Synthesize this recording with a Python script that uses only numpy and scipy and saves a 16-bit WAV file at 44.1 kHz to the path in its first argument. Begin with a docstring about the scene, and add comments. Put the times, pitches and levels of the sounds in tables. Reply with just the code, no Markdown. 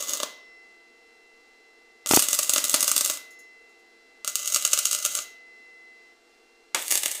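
"""Stick welding: four short tacks on a steel box on a workbench.
The arc fries with tiny sparks and pops as metal drops short it; the electrode coating flares in puffs.
Box, bench and workshop answer. Cooling slag pings after the second tack.
Behind it all the welder whines, louder under load, and its fan hums and rushes."""
import sys
import numpy as np
from scipy import signal
from scipy.fft import rfft, irfft, next_fast_len
from scipy.io import wavfile
from scipy.ndimage import map_coordinates

SR = 44100
rng = np.random.default_rng(int(sys.argv[2]) if len(sys.argv) > 2 else 0)


def bounce(signal):
    """Save signal as a 16-bit WAV file at the path given by the first command-line argument."""
    frames = np.transpose(np.atleast_2d(signal))
    limited = np.clip(frames, -1, 1)
    pcm = np.round(limited * 32767).astype(np.int16)
    wavfile.write(sys.argv[1], SR, pcm)


N = 317520

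# Fan air spectrum. Each row: frequency in Hz, relative density in dB.
FAN_AIR = [(30, -4.5), (140, -33.5), (220, -5.5), (340, -10), (460, 1), (540, -14.5), (750, -8),
           (1050, -15.5), (2000, -14), (2700, -16.5), (3400, -16.5), (4500, -16.5), (8000, -22.5),
           (11500, -34), (15500, -36.5)]
# Fan and housing hum. Each row: frequency in Hz, rms level in dB.
FAN_HUM = [(344.5, -71.5), (457.6, -72), (484, -75.5), (775, -76.5), (1165, -77.5), (1545, -81.5)]
# Whine overtones. Each row: harmonic number, idle rms level in dB.
WHINE_HARMONICS = [(1, -75.5), (2, -76.5), (4, -68.5), (5, -86.5), (6, -73.5), (7, -79.5), (8, -79),
                   (11, -91.5)]
# Shrill spells of harmonic 8. Each row: start in seconds, end in seconds, rms level in dB.
WHINE_SHRILLS = [(.33, 0.673, -72), (3.265, 3.56, -73)]
# Workshop decay. Each row: frequency in Hz, T60 in seconds.
SHOP_DECAY = [(200, 0.62), (1000, 0.5), (4000, 0.48), (8000, 0.28), (15000, 0.31)]
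# Bounces off box and bench. Each row: delay in seconds, pressure gain.
BOUNCES = [(.00025, 0.31), (.00082, .17), (.00105, 0.26), (.00178, 0.22), (.00355, 0.22), (.0041, 0.071)]
# Slag cracks. Each row: start in seconds, relative level in dB.
SLAG_PINGS = [(3.305, -45.5), (3.389, -47), (3.69, -64), (3.79, -63)]
# Steel under the slag. Each row: frequency in Hz, relative level in dB, T60 in seconds.
STEEL_MODES = [(6800, -2, 0.16), (6450, -3, 0.32), (7120, -3, .17), (9500, -8.5, 0.15), (10100, -9, 0.18),
               (10480, -10.5, .13), (12330, -8, 0.14)]
# Coating gas blasts. Each row: start in seconds, relative push in dB, relative puff in dB.
GAS_BLASTS = [(2.1109, -6, -31), (2.1363, -3, -58), (2.1729, -1.5, -55), (2.7422, -22, -43.5),
              (6.746, -35.5, -26.5)]
# Box resonances. Each row: frequency in Hz, bandwidth in Hz, gain in dB.
BOX_MODES = [(602, 58, -2), (3894, 150, -8.5), (6550, 420, -6), (8100, 330, -6), (8800, 160, -8.5),
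             (12900, 300, -2), (14900, 350, 2.5)]
# Arc spectrum at each tack's spot. Each row: frequency in Hz, relative density in dB.
SPOT_1_SPECTRUM = [(120, -32), (200, -9.5), (506, -6), (575, -2.5), (798, -12.5), (1030, -2.5), (1510, -6),
                   (2020, -10), (2130, -12.5), (3120, 0.5), (5010, -2.5), (6470, 3), (14200, -10.5),
                   (15500, -6)]
SPOT_2_SPECTRUM = [(120, -46), (200, -21.5), (310, -12), (506, -19), (596, -10), (728, -18.5), (1430, -5.5),
                   (1810, -15.5), (1980, -5), (2130, -12), (2750, -4.5), (3300, -6), (7760, 2.5),
                   (15500, -8.5)]
SPOT_3_SPECTRUM = [(120, -47.5), (200, -25), (515, -24), (585, -16), (974, -28.5), (1130, -15), (1400, -6),
                   (1810, -20), (3010, -4), (3550, -12.5), (3890, -6), (4840, -7.5), (6710, -0.5),
                   (15500, -15)]
SPOT_4_SPECTRUM = [(120, -64), (200, -36.5), (339, -12), (515, -18.5), (618, -15), (940, -12), (1070, -22),
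                   (1150, -16.5), (1450, -15), (1810, -5), (2600, -5), (4920, -7), (8350, 0), (15500, -11)]
# Big drops shorting the arc. Each row: time in seconds, relative level in dB, body gain in dB.
BIG_DROPS = [(0.0257, -8, -4.5), (.095, -3.5, -22), (0.1352, -1, -12), (.202, -10.5, 13.5),
             (0.2327, -4, 11.5), (2.0612, -12.5, 17.5), (2.072, -5.5, 6), (2.0915, 0, -5), (2.1125, 3, 8.5),
             (2.1637, 9.5, 4.5), (2.1935, 8.5, 3), (2.2236, 3.5, -1.5), (2.2864, 3, 1), (2.3307, 6, 1),
             (2.391, 5.5, 5), (2.432, 0.5, -10.5), (2.495, 6.5, 3), (2.5366, 6.5, -1), (2.5616, -1.5, 13.5),
             (2.5813, 1, 11.5), (2.642, 2.5, 3), (2.6963, 2.5, -4), (2.7425, 8, 11), (2.8069, 5, -6.5),
             (2.8287, 7, 0.5), (2.8794, 6, 1), (2.9158, 5.5, 3.5), (2.9643, 7, 2.5), (2.9792, 5, -9),
             (3.0097, 2.5, 6), (3.0498, 2.5, -15), (3.0602, -0.5, 3.5), (3.0994, 0, 9), (3.173, -14, 8),
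             (4.2468, -9.5, 10.5), (4.2769, 1, 3), (4.3556, 5, -13), (4.4763, 0.5, -13.5),
             (4.546, 5.5, -14), (4.5613, 3, 7), (4.651, 6.5, 0.5), (4.733, 9, 2), (4.7759, -.5, 4),
             (4.7898, 4.5, -8.5), (4.8551, 6, -5), (4.9126, 1, -5.5), (4.9301, 1.5, 0), (4.949, 0.5, 2.5),
             (5.051, 3.5, 1.5), (5.0611, 1, 3), (5.152, 0.5, 0), (5.1892, -15.5, 19.5), (6.7475, -4.5, 19),
             (6.8813, -3, -15), (6.9127, 6, -10.5), (6.923, 5.5, 2), (6.9549, 5.5, -1.5),
             (7.0344, 1.5, -0.5), (7.0594, 3, 6.5), (7.1149, -4, -13)]
# Arc surges and near stalls. Each row: centre in seconds, half width in seconds, sizzle change in dB.
ARC_SURGES = [(0.001, 0.019, 14), (0.059, 0.037, 1), (0.113, 0.03, 9), (2.145, 0.033, 15.5),
              (2.47, .02, -4.5), (3.07, 0.026, 3.5), (4.337, 0.031, -27.5), (5.174, 0.01, 9)]
# Tacks. Each row: strike in seconds, break in seconds, relative sizzle in dB, relative gas in dB,
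# whine hold in seconds.
TACK_WELDS = [(-.03, 0.26, -36, -42, 0.34), (2.059, 3.183, -31.5, -34, 0.27),
              (4.249, 5.248, -34, -35.5, 0.66), (6.75, 7.295, -35.5, -36.5, 0.1)]

ARC_RISE_S, ARC_FADE_S = 0.03, 0.06
TIME_S = np.arange(N) / SR


def amp(db):
    """Decibels to gain."""
    return 10 ** (np.asarray(db) / 20)


def unit(x):
    """Scale to rms 1."""
    return x / np.sqrt(np.mean(x ** 2) + 1e-20)


def along(points, hz):
    """Interpolate (Hz, value) points on a log axis."""
    point_hz, values = np.transpose(points)
    return np.interp(np.log(hz + 1), np.log(point_hz + 1), values)


def gate(start_s, end_s, rise_s, fall_s):
    """Trapezoid, 0 to 1, between two times."""
    return np.clip(np.minimum((TIME_S - start_s) / rise_s, (end_s - TIME_S) / fall_s), 0, 1)


def wobble(knots_per_s, steps=8):
    """Smooth random curve."""
    knots = rng.standard_normal(int(N * knots_per_s / SR) + 4)
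    fine = map_coordinates(knots, [np.arange(steps * (len(knots) - 1)) / steps])
    return np.interp(np.arange(N) * (steps * knots_per_s / SR), np.arange(len(fine)), fine)


def through(x, response):
    """Convolve, cut to N samples."""
    return signal.fftconvolve(x, response)[:N]


def band(x, hz, kind, order=2):
    """Causal Butterworth filter."""
    return signal.sosfilt(signal.butter(order, hz, kind, fs=SR, output="sos"), x)


def colour(spectrum, size=4096):
    """Minimum-phase impulse response, energy 1."""
    gain = amp(along(spectrum, np.fft.rfftfreq(size, 1 / SR)))
    cepstrum = irfft(np.log(gain + 1e-6))
    cepstrum[1:size // 2] *= 2
    cepstrum[size // 2 + 1:] = 0
    response = irfft(np.exp(rfft(cepstrum)))
    return response / np.linalg.norm(response)


def tail(decay, size=256):
    """Diffuse echo, energy 1, T60 set by frequency."""
    hz, t, noise = signal.stft(rng.standard_normal(SR // 2), SR, nperseg=size)
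    fade = amp(-60 * t / along(decay, hz)[:, None])
    echo = signal.istft(noise * fade, SR, nperseg=size)[1]
    return echo / np.linalg.norm(echo)


def workshop(x, wander_s, clutter_db, clutter_t60_s, shop_db):
    """Direct sound, scatter off steel parts, room echo, and bounces that shift as the arc roams."""
    clutter = amp(clutter_db) * tail([(1000, clutter_t60_s)])
    out = x + through(x, clutter + amp(shop_db) * tail(SHOP_DECAY))
    for delay_s, gain in BOUNCES:
        lag = np.round((delay_s + wander_s * wobble(25)) * SR).astype(int)
        out += gain * x[np.clip(np.arange(N) - lag, 0, N - 1)]
    return out


def fan():
    """Fan and housing hum; air rushes through."""
    hum = sum(amp(db + 1.2 * wobble(5)) * np.sin(2 * np.pi * hz * TIME_S + 1.34 * wobble(7.4))
              for hz, db in FAN_HUM)
    air = amp(-61.5 + 0.5 * wobble(8.7)) * through(rng.standard_normal(N), colour(FAN_AIR))
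    return np.sqrt(2) * hum + air


def whine(base_hz=676.8, idle_db=-59, load_db=8, rise_s=0.08, fall_s=0.29, leap_db=3.5, leap_s=0.077):
    """The welder's whine swells under load, leaps as the arc breaks and lingers. Harmonic 3 leads."""
    step_s, step_hz, step_db = 6.14, 7, -7.5  # late step: higher and softer
    stepped = np.clip((TIME_S - step_s) / 0.025 + 0.5, 0, 1)
    load = np.max([gate(start_s - rise_s / 2, end_s + hold_s + fall_s, rise_s, fall_s)
                   for start_s, end_s, *_, hold_s in TACK_WELDS], axis=0)
    drive_db = load_db * load + step_db * stepped
    kick_db = leap_db * sum((TIME_S > end_s) * np.exp(-np.abs(TIME_S - end_s) / leap_s)
                            for _, end_s, *_ in TACK_WELDS)
    pitch_hz = (base_hz + step_hz * stepped) * (1 + 0.00025 * wobble(10))
    phase = 2 * np.pi * np.cumsum(pitch_hz) / SR
    lead = amp(idle_db + drive_db + kick_db + 0.4 * wobble(9)) * np.sin(3 * phase)
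    shrill = sum(amp(db) * gate(start_s, end_s, 0.06, 0.088) for start_s, end_s, db in WHINE_SHRILLS)
    swell_db = 0.25 * drive_db + 2.8 * kick_db
    overtones = sum(amp(db + swell_db + 1.6 * wobble(7)) * np.sin(k * phase) for k, db in WHINE_HARMONICS)
    return np.sqrt(2) * (lead + shrill * np.sin(8 * phase) + overtones)


def slag(crack_t60_s=0.17, rise_s=0.0018):
    """Cooling slag cracks and gives the steel a faint, gritty ring."""
    out, t = np.zeros(N + SR), np.arange(SR // 2) / SR
    attack = 1 - np.exp(-t / rise_s)
    for start_s, db in SLAG_PINGS:
        blur_rad = 0.14 * np.cumsum(rng.standard_normal((len(STEEL_MODES), len(t))), axis=1)
        ring = sum(amp(mode_db - 60 * t / t60_s) * np.sin(2 * np.pi * hz * t + drift)
                   for (hz, mode_db, t60_s), drift in zip(STEEL_MODES, blur_rad))
        crack = 0.7 * amp(-60 * t / crack_t60_s) * band(rng.standard_normal(len(t)), 5500, "high")
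        out[round(start_s * SR):][:len(t)] += amp(db - 6.5) * (ring + crack) * attack
    return out[:N]


def gas_blasts(decay_s=0.0004, rise_s=0.00014, bounce_s=0.0018, bounce_gain=0.51, puff_t60_s=0.29):
    """The coating flares: a low push, reflected inverted by the open box, and a puff of gas."""
    t = np.arange(SR // 4) / SR
    push = np.exp(-t / decay_s) * (1 - np.exp(-t / rise_s))
    push *= 1 + 0.28 * rng.standard_normal(len(t))
    kicks, puffs = np.zeros(N), np.zeros(N)
    for start_s, push_db, puff_db in GAS_BLASTS:
        kicks[round(start_s * SR)] += amp(push_db)
        kicks[round((start_s + bounce_s) * SR)] -= bounce_gain * amp(push_db)
        puffs[round(start_s * SR)] = amp(puff_db)
    pushes = 2.9 * band(through(kicks, push), 215, "high", order=1)
    rush = unit(band(band(rng.standard_normal(N), 350, "high"), 2500, "low", order=1))
    return pushes + rush * through(puffs, amp(-60 * t / puff_t60_s))


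def sizzle(sparks_per_s, spread_db, flicker_db):
    """Tiny sparks of unequal size, in flickering clumps."""
    fired = rng.random(N) < sparks_per_s / SR
    sizes = amp(spread_db * np.clip(rng.standard_normal(N), -2, 2))
    return unit(fired * sizes * amp(flicker_db * wobble(130)))


def surge_db(time_s):
    """Sizzle offset as the arc surges or nearly stalls."""
    return sum(db * np.exp(-((time_s - centre_s) / half_s) ** 2) for centre_s, half_s, db in ARC_SURGES)


def small_drops(big, start_s, end_s, sizzle_db, strays_per_s=16, spread_db=2, body_db=-2.5):
    """Rows as in BIG_DROPS: one small drop near each big one, plus strays, once the arc has taken hold."""
    near = [(at_s + rng.uniform(-0.006, 0.026), db - 8.5) for at_s, db, _ in big]
    count = int(strays_per_s * (end_s - start_s))
    times_s = rng.uniform(start_s, min(end_s - ARC_FADE_S, N / SR), count)
    strays = [(at_s, sizzle_db + 26) for at_s in times_s]
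    drops = [(at_s, db + min(surge_db(at_s), 0) + spread_db * rng.standard_normal(), body_db)
             for at_s, db in near + strays]
    return [drop for drop in drops if drop[0] > start_s + ARC_RISE_S]


def pops(drops, alight, body_hz=2384, neck_db=-19.5, spatter_db=-21, spit_s=0.003, spits=6):
    """Each drop spits as it necks in a burning arc, bursts in one shock, then spatters."""
    shocks, bodies = np.zeros(N + SR), np.zeros(N + SR)
    for at_s, db, body_db in drops:
        before_s, after_s = spit_s * rng.exponential(size=(2, spits))
        at = np.round((at_s + np.r_[0, -before_s, after_s]) * SR).astype(int)
        spits_db = np.repeat([neck_db, spatter_db], spits) + 3 * rng.standard_normal(2 * spits)
        sizes = amp(db + np.r_[0, spits_db])
        sizes[1:spits + 1] *= alight[at[0] - SR // 200]  # arc state 5 ms before the burst
        np.add.at(shocks, at, sizes)
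        np.add.at(bodies, at, sizes * (amp(body_db) - 1))
    return (shocks + band(bodies, body_hz, "low", order=1))[:N]


def tack(weld, spectrum, sparks, flutter, rumble, hush_db=-1, hush_s=0.03, flare_db=-40, flare_s=0.022):
    """One burn: the arc shortens and quietens as a big drop grows, then flares. Hot gas follows weakly."""
    start_s, end_s, sizzle_db, gas_db, _ = weld
    big = [drop for drop in BIG_DROPS if start_s - 0.05 <= drop[0] <= end_s]
    flare_power, growth = np.zeros(N), np.zeros(N)
    for at_s, db, _ in big:
        at = round(at_s * SR)
        flare_power[at:] += amp(flare_db + db) ** 2 * np.exp(-TIME_S[:N - at] / flare_s)
        growth[:at] = np.maximum(growth[:at], 1 - (at_s - TIME_S[:at]) / hush_s)
    burn = amp(sizzle_db + surge_db(TIME_S) + hush_db * np.sqrt(growth))
    strength = np.sqrt(burn ** 2 + flare_power) * gate(start_s, end_s, ARC_RISE_S, ARC_FADE_S)
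    gas = amp(gas_db) * np.sqrt(strength)
    alight = np.minimum(strength / amp(sizzle_db), 1)
    bursts = pops(big + small_drops(big, start_s, end_s, sizzle_db), alight)
    return through(strength * sparks + gas * flutter + bursts, colour(spectrum)) + gas * rumble


def welding():
    """Four tacks with sparks and gas jet, each coloured by its spot, all ringing the box."""
    sparks = amp(-3.5) * sizzle(sparks_per_s=1700, spread_db=5.5, flicker_db=2)
    flutter = amp(1.5 * wobble(60)) * unit(band(rng.standard_normal(N), [330, 1000], "band"))
    rumble = amp(-25.5 + 4.04 * wobble(27)) * unit(band(rng.standard_normal(N), [60, 170], "band"))
    spectra = SPOT_1_SPECTRUM, SPOT_2_SPECTRUM, SPOT_3_SPECTRUM, SPOT_4_SPECTRUM
    arc = sum(tack(weld, spectrum, sparks, flutter, rumble) for weld, spectrum in zip(TACK_WELDS, spectra))
    ring = sum(amp(db) * band(arc, [hz - width_hz / 2, hz + width_hz / 2], "band", order=1)
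               for hz, width_hz, db in BOX_MODES)
    return amp(-1.15) * (arc + ring)


def scene():
    """Welding beside the running machine, mono."""
    blasts = gas_blasts()
    welds = workshop(welding(), wander_s=0.00005, clutter_db=-2.5, clutter_t60_s=0.038, shop_db=-5)
    return (welds + blasts + slag() + whine() + fan())[None]


def record(dry):
    """Sharpest pops soft-clipped, bass thinned, treble above 15.5 kHz removed."""
    top_hz = 15530
    clipped = dry / (1 + np.abs(dry) ** 6) ** (1 / 6)
    size = next_fast_len(N + SR // 2)
    hz = np.fft.rfftfreq(size, 1 / SR)
    bass_cut = amp(along([(60, -7), (120, -3.5), (165, -10.5), (270, -0.5)], hz))
    top_cut = 1 / (1 + (hz / top_hz) ** 160)
    return irfft(rfft(clipped, size) * bass_cut * top_cut, size)[..., :N]


dry = scene()
out = record(dry)
bounce(out)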